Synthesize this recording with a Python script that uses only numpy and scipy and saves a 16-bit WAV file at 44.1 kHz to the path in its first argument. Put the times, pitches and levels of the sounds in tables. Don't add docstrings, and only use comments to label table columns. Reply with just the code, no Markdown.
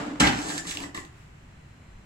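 import sys
import numpy as np
from scipy import signal
from scipy.fft import rfft, irfft
from scipy.io import wavfile
from scipy.ndimage import uniform_filter1d

SR = 44100
rng = np.random.default_rng(int(sys.argv[2]) if len(sys.argv) > 2 else 0)


def ratio(d):
    e = np.asarray(d, float) / 20
    return 10 ** e


def wav_out(sig):
    wavfile.write(sys.argv[1], SR, np.round(np.clip(np.atleast_2d(sig).T, -1, 1) * 32767).astype(np.int16))


N = 90404
T = np.arange(N) / SR

# pitch_hz, level_db
SCRAPE_COLOUR = [(400, -12), (1000, -17), (2200, -5.5), (3100, -3), (3700, -6), (6300, -5), (8500, -8.5),
                 (15000, -36)]


def noise():
    return rng.standard_normal(N)


def level(x, db):
    return x * ratio(db) / np.sqrt(np.mean(x ** 2))


def highpass(x, hz):
    return signal.sosfilt(signal.butter(2, hz, "high", fs=SR, output="sos"), x)


def colour(x, points, unit=True):
    size, p = 4096, np.array(points)
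    hz = np.maximum(np.arange(size // 2 + 1) * SR / size, 1)
    gain_db = np.interp(np.log(hz), np.log(np.maximum(p[:, 0], 1)), p[:, 1])
    cepstrum = irfft(np.log(ratio(gain_db)))
    cepstrum[1:size // 2] *= 2
    cepstrum[size // 2 + 1:] = 0
    response = irfft(np.exp(rfft(cepstrum)))
    if unit:
        response = response / np.sqrt(np.sum(response ** 2))
    return signal.fftconvolve(x, response)[:N]


def band(x, hz, width_hz):
    return signal.lfilter(*signal.iirpeak(hz, hz / width_hz, fs=SR), x)


def ring(x, modes):
    out = np.zeros(N)
    for k, (hz, db, t60_s) in enumerate(modes):
        pole = np.exp(2j * np.pi * hz / SR - np.log(1000) / (t60_s * SR))
        out += (-1) ** k * ratio(db) * signal.lfilter([1], [1, -pole], x).imag
    return out


def walk(rate_hz):
    k = int(SR / rate_hz)
    steps = np.repeat(rng.standard_normal(N // k + 1), k)
    return level(uniform_filter1d(uniform_filter1d(steps, k), k)[:N], 0)


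def grit(spread_db):
    return level(noise() * ratio(spread_db * rng.exponential(size=N)), 0)


def bump(centre_s, length_s):
    return np.exp(-((T - centre_s) / length_s) ** 2)


def spread(source, points):
    mid, side = colour(source(), points), colour(source(), points)
    side = highpass(side, 417)
    return np.array([mid + side, mid - side])


def hits(table, crack_s):
    push, crack = np.zeros(N), np.zeros(N)
    for start_s, db, soft_ms, ring_db in table:
        age = np.maximum(T - start_s, 0)
        u = age / (max(soft_ms, .02) / 1000)
        push += ratio(db + ring_db) * u * np.exp(1 - u) / max(soft_ms * SR / 1000, 1)
        crack += ratio(db) * (T >= start_s) * np.exp(-age / crack_s)
    return push, crack * noise()


def ventilation():
    # pitch_hz, level_db
    rumble_colour = [(20, -9), (55, -3.5), (130, -3.5), (300, -17), (480, -24.5), (2000, -26.5),
                     (2900, -31.5), (3700, -39.5)]
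    # pitch_hz, level_db
    hiss_colour = [(2000, -13), (4000, 0.5), (6500, -1.5), (9000, -8), (15500, -18)]
    rumble = spread(lambda: noise() * ratio(0.4 * walk(13.9)), rumble_colour + [(9000, -80)])
    return level(rumble, -49.5) + level(spread(noise, hiss_colour), -70)


def earlier_clatter():
    # pitch_hz, level_db
    clatter_colour = [(24, -37), (40, -31), (284, -1.5), (346, -18.5), (432, -11), (784, -14.5),
                      (1290, -16), (7310, -40), (15000, -62.5)]
    fall_db_s = 65.5
    clatter = level(spread(lambda: grit(2.6), clatter_colour), -30.5)
    return clatter * ratio(-fall_db_s * T + .5 * walk(83))


def earlier_boom():
    boom_hz = 286.4
    boom = band(band(noise(), boom_hz, 33), boom_hz, 100)
    return level(boom, -39.5) * bump(0, 0.52)


def latch():
    start_s, rise_s, fall_s = .197, .004, .006
    age = np.maximum(T - start_s, 0)
    shape = np.minimum(age / rise_s, 1) ** 2 * np.exp(-np.maximum(age - rise_s, 0) / fall_s)
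    return ratio(-15) * colour(shape * grit(1.0), SCRAPE_COLOUR)


def bang():
    # start_s, strength_db, contact_softness_ms, body_ring_db
    blows = [
        (.2025, -12, 0.044, -27),
        (.2075, -5, 0.067, 5),
        (.2205, -4.5, 0.29, 7),
        (.235, -6.5, 0.067, 8),
        (.251, -13, 0.32, -1),
        (.271, -7, 0.26, -5),
        (.291, -19, 0.25, 7),
        (.316, -23, 0.16, 9),
        (.333, -18, 0.11, -8),
        (.348, -16, 0.19, 2),
    ]
    # time_s, level_db
    rattle_level = [
        (.197, -33),
        (.206, -13.5),
        (.225, -21.5),
        (.262, -21.5),
        (.274, -17.5),
        (.3, -32.5),
        (.36, -31.5),
        (.43, -46),
    ]
    # pitch_hz, level_db
    rattle_colour = [(60, -24.5), (280, -8), (480, -19.5), (800, -13), (1900, -13.5), (3600, -21),
                     (6500, -30), (15000, -53.5)]
    # pitch_hz, level_db, t60_s
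    case_modes = [(53.6, -11, 0.14), (119, -10.5, 0.34), (186, -6.5, 0.12), (249.5, -1.5, 0.11),
                  (304, -3, 0.15), (721, -4.5, 0.086), (834, 0, 0.043), (907, -14.5, 0.3),
                  (1270, -19, 0.035), (1622, -2, .08), (1810, -4, 0.1), (2000, -1, 0.13),
                  (2177, -1.5, 0.07), (2700, -12, 0.026)]
    push, crack = hits(blows, 0.0012)
    time_s, db = np.transpose(rattle_level)
    shaking = ratio(np.interp(T, time_s, db, left=-120, right=-120))
    rattle = grit(3) * shaking * ratio(2.9 * walk(91.2))
    case = highpass(ring(push + .05 * rattle, case_modes), 45)
    crack = ratio(-6) * highpass(crack, 330)
    return ratio(-24) * case + colour(crack + rattle, rattle_colour)


def pushes():
    # start_s, end_s, scrape_start_db, scrape_end_db, roller_load_db
    strokes = [
        (0.348, 0.506, -45.5, -40, -37),
        (0.498, 0.59, -41, -39, -39.5),
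        (0.597, 0.667, -72, -42.5, -44.5),
        (.667, 0.719, -35, -36, -39),
        (0.745, .765, -40, -55, -39.5),
        (.772, .83, -51, -44, -40),
        (0.825, 0.873, -48.5, -59.5, -46),
        (0.943, 0.984, -43.5, -54, -42),
        (0.986, 1.053, -51, -70, -45.5),
    ]
    grip_s, let_go_s, roll_slew_s = 0.0033, 0.0037, 0.012
    scrape, load = np.zeros(N), np.zeros(N)
    for t0, t1, db0, db1, roll_db in strokes:
        on = np.clip((T - t0) / grip_s, 0, 1) * np.exp(-np.maximum(T - t1, 0) / let_go_s)
        scrape += on * ratio(np.interp(T, [t0, t1], [db0, db1]))
        load += on * ratio(roll_db)
    return scrape, uniform_filter1d(load, int(roll_slew_s * SR))


def slide():
    # pitch_hz, width_hz, level_db
    rail_modes = [(1773, 133, 5.5), (3510, 360, -7), (4530, 33, -7), (5350, 410, -13.5), (6900, 280, -16.5)]
    # pitch_hz, width_hz, level_db
    roller_modes = [(58.4, 18, -14.5), (176, 32, -5), (293.7, 45, 0), (391, 44, -7.5), (765, 433, -12)]
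    press, load = pushes()
    rub = grit(3.5) * ratio(0.89 * walk(89.2))
    rail = sum(ratio(db + 4.1 * walk(28.54)) * band(rub, hz, width) for hz, width, db in rail_modes)
    scrape = press * (colour(rub, SCRAPE_COLOUR) + level(rail, -1.5))
    roll = noise() * ratio(3.0 * walk(29.9))
    rumble = sum(ratio(db) * band(band(roll, hz, width), hz, 2 * width) for hz, width, db in roller_modes)
    return scrape + load * level(rumble, 0)


def knocks():
    # start_s, strength_db, contact_softness_ms, ring_db
    taps = [(.388, -24.5, 0.033, -6), (.651, -37, .08, 11), (.6965, -39, 0.043, -23),
            (.7125, -24, 0.035, -8), (.724, -28, 0.053, -10.5), (.7395, -26, 0.031, -12),
            (.751, -32, 0.065, -0.5), (.7715, -19, 0.0097, -33), (.803, -25, 0.045, -19),
            (.8365, -33, 0.043, 8), (.844, -38, .07, -5), (.947, -32.5, 0.052, 9.5),
            (.9745, -27, 0.089, 6.5), (.984, -35, 0.17, 15.5), (1.05, -35, 0.079, -14)]
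    # pitch_hz, level_db, t60_s
    tray_modes = [(375, -9, 0.077), (1030, -6.5, 0.043), (1173, -1.5, 0.017), (1730, -7, 0.053),
                  (1953, 3.5, 0.032), (2730, -1, 0.019), (3000, -2, .012), (7750, -6, .015)]
    # pitch_hz, level_db
    tick_colour = [(800, -26), (2500, 12), (6000, 0), (9500, -3.5), (15500, -15)]
    push, crack = hits(taps, 0.00083)
    return ratio(-12) * ring(push + 0.074 * crack, tray_modes) + colour(crack, tick_colour)


def even(path, tilt):
    hz = np.arange(1, N // 2 + 1) * SR / N
    power = uniform_filter1d(abs(rfft(path)[1:]) ** 2, int(70 * N / SR))
    flat = colour(path, np.c_[hz, -10 * np.log10(power)], unit=False)
    return colour(flat, tilt, unit=False)


def fade(t60_s, db):
    return ratio(db - 60 * T / t60_s) * np.sqrt(np.log(1000) / (t60_s * SR)) * (T > .0004)


def room(x):
    # pitch_hz, left_minus_right_db
    port_tilt = [(250, 0), (520, 6), (1000, -1), (2000, 1), (4400, -3.5), (8100, -2), (12000, 0)]
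    diffuse = spread(noise, [(20, 0), (20000, 0)])
    low = signal.sosfilt(signal.butter(1, 1500, fs=SR, output="sos"), diffuse)
    near_room, beyond = fade(0.42, -2), fade(1.5, -21)
    tail = low * (near_room + beyond) + (diffuse - low) * fade(0.21, 1)
    counter = spread(noise, [(350, -26.5), (650, -4), (20000, -3.5)]) * fade(0.013, 3.5)
    lag_ms, lag_from_hz = .44, 1420
    click = 1. * (T == 0)
    bass = signal.sosfilt(signal.butter(2, lag_from_hz, fs=SR, output="sos"), click)
    late = bass + np.roll(click - bass, int(lag_ms * SR / 1000))
    paths = ratio(-2.5) * np.array([late, click]) + tail + counter
    paths = np.array([even(paths[k], np.array(port_tilt) * [1, .5 - k]) for k in (0, 1)])
    return signal.fftconvolve(x[None], paths)[:, :N]


def shuffle():
    brush = np.array([band(grit(2.6), 1880, 1470) for _ in range(2)])
    return level(brush, -61.5) * bump(1.206, 0.084)


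def whine():
    fade_in = (1 + np.tanh((T - 1.4) / 0.17)) / 2
    return ratio(-75 + 0.57 * walk(15.8)) * np.sin(2 * np.pi * 4100 * T) * fade_in


def handling():
    return ratio(-44) * np.sin(2 * np.pi * 50 * T + 2.5 * walk(33)) * bump(1.955, .045)


def scene():
    before = ventilation() + earlier_clatter() + earlier_boom()
    drawer = room(latch() + bang() + slide() + knocks()) * ratio(-0.5)
    return before + drawer + shuffle() + whine() + handling()


def band_limit(x):
    return signal.sosfilt(signal.butter(12, 15960, fs=SR, output="sos"), x)


def record(dry):
    mic = dry + (ratio(8.5) - 1) * band(dry, 7510, 650)
    ceiling = 1.3
    return band_limit(ceiling * np.tanh(mic / ceiling))


dry = scene()
out = record(dry)
wav_out(out)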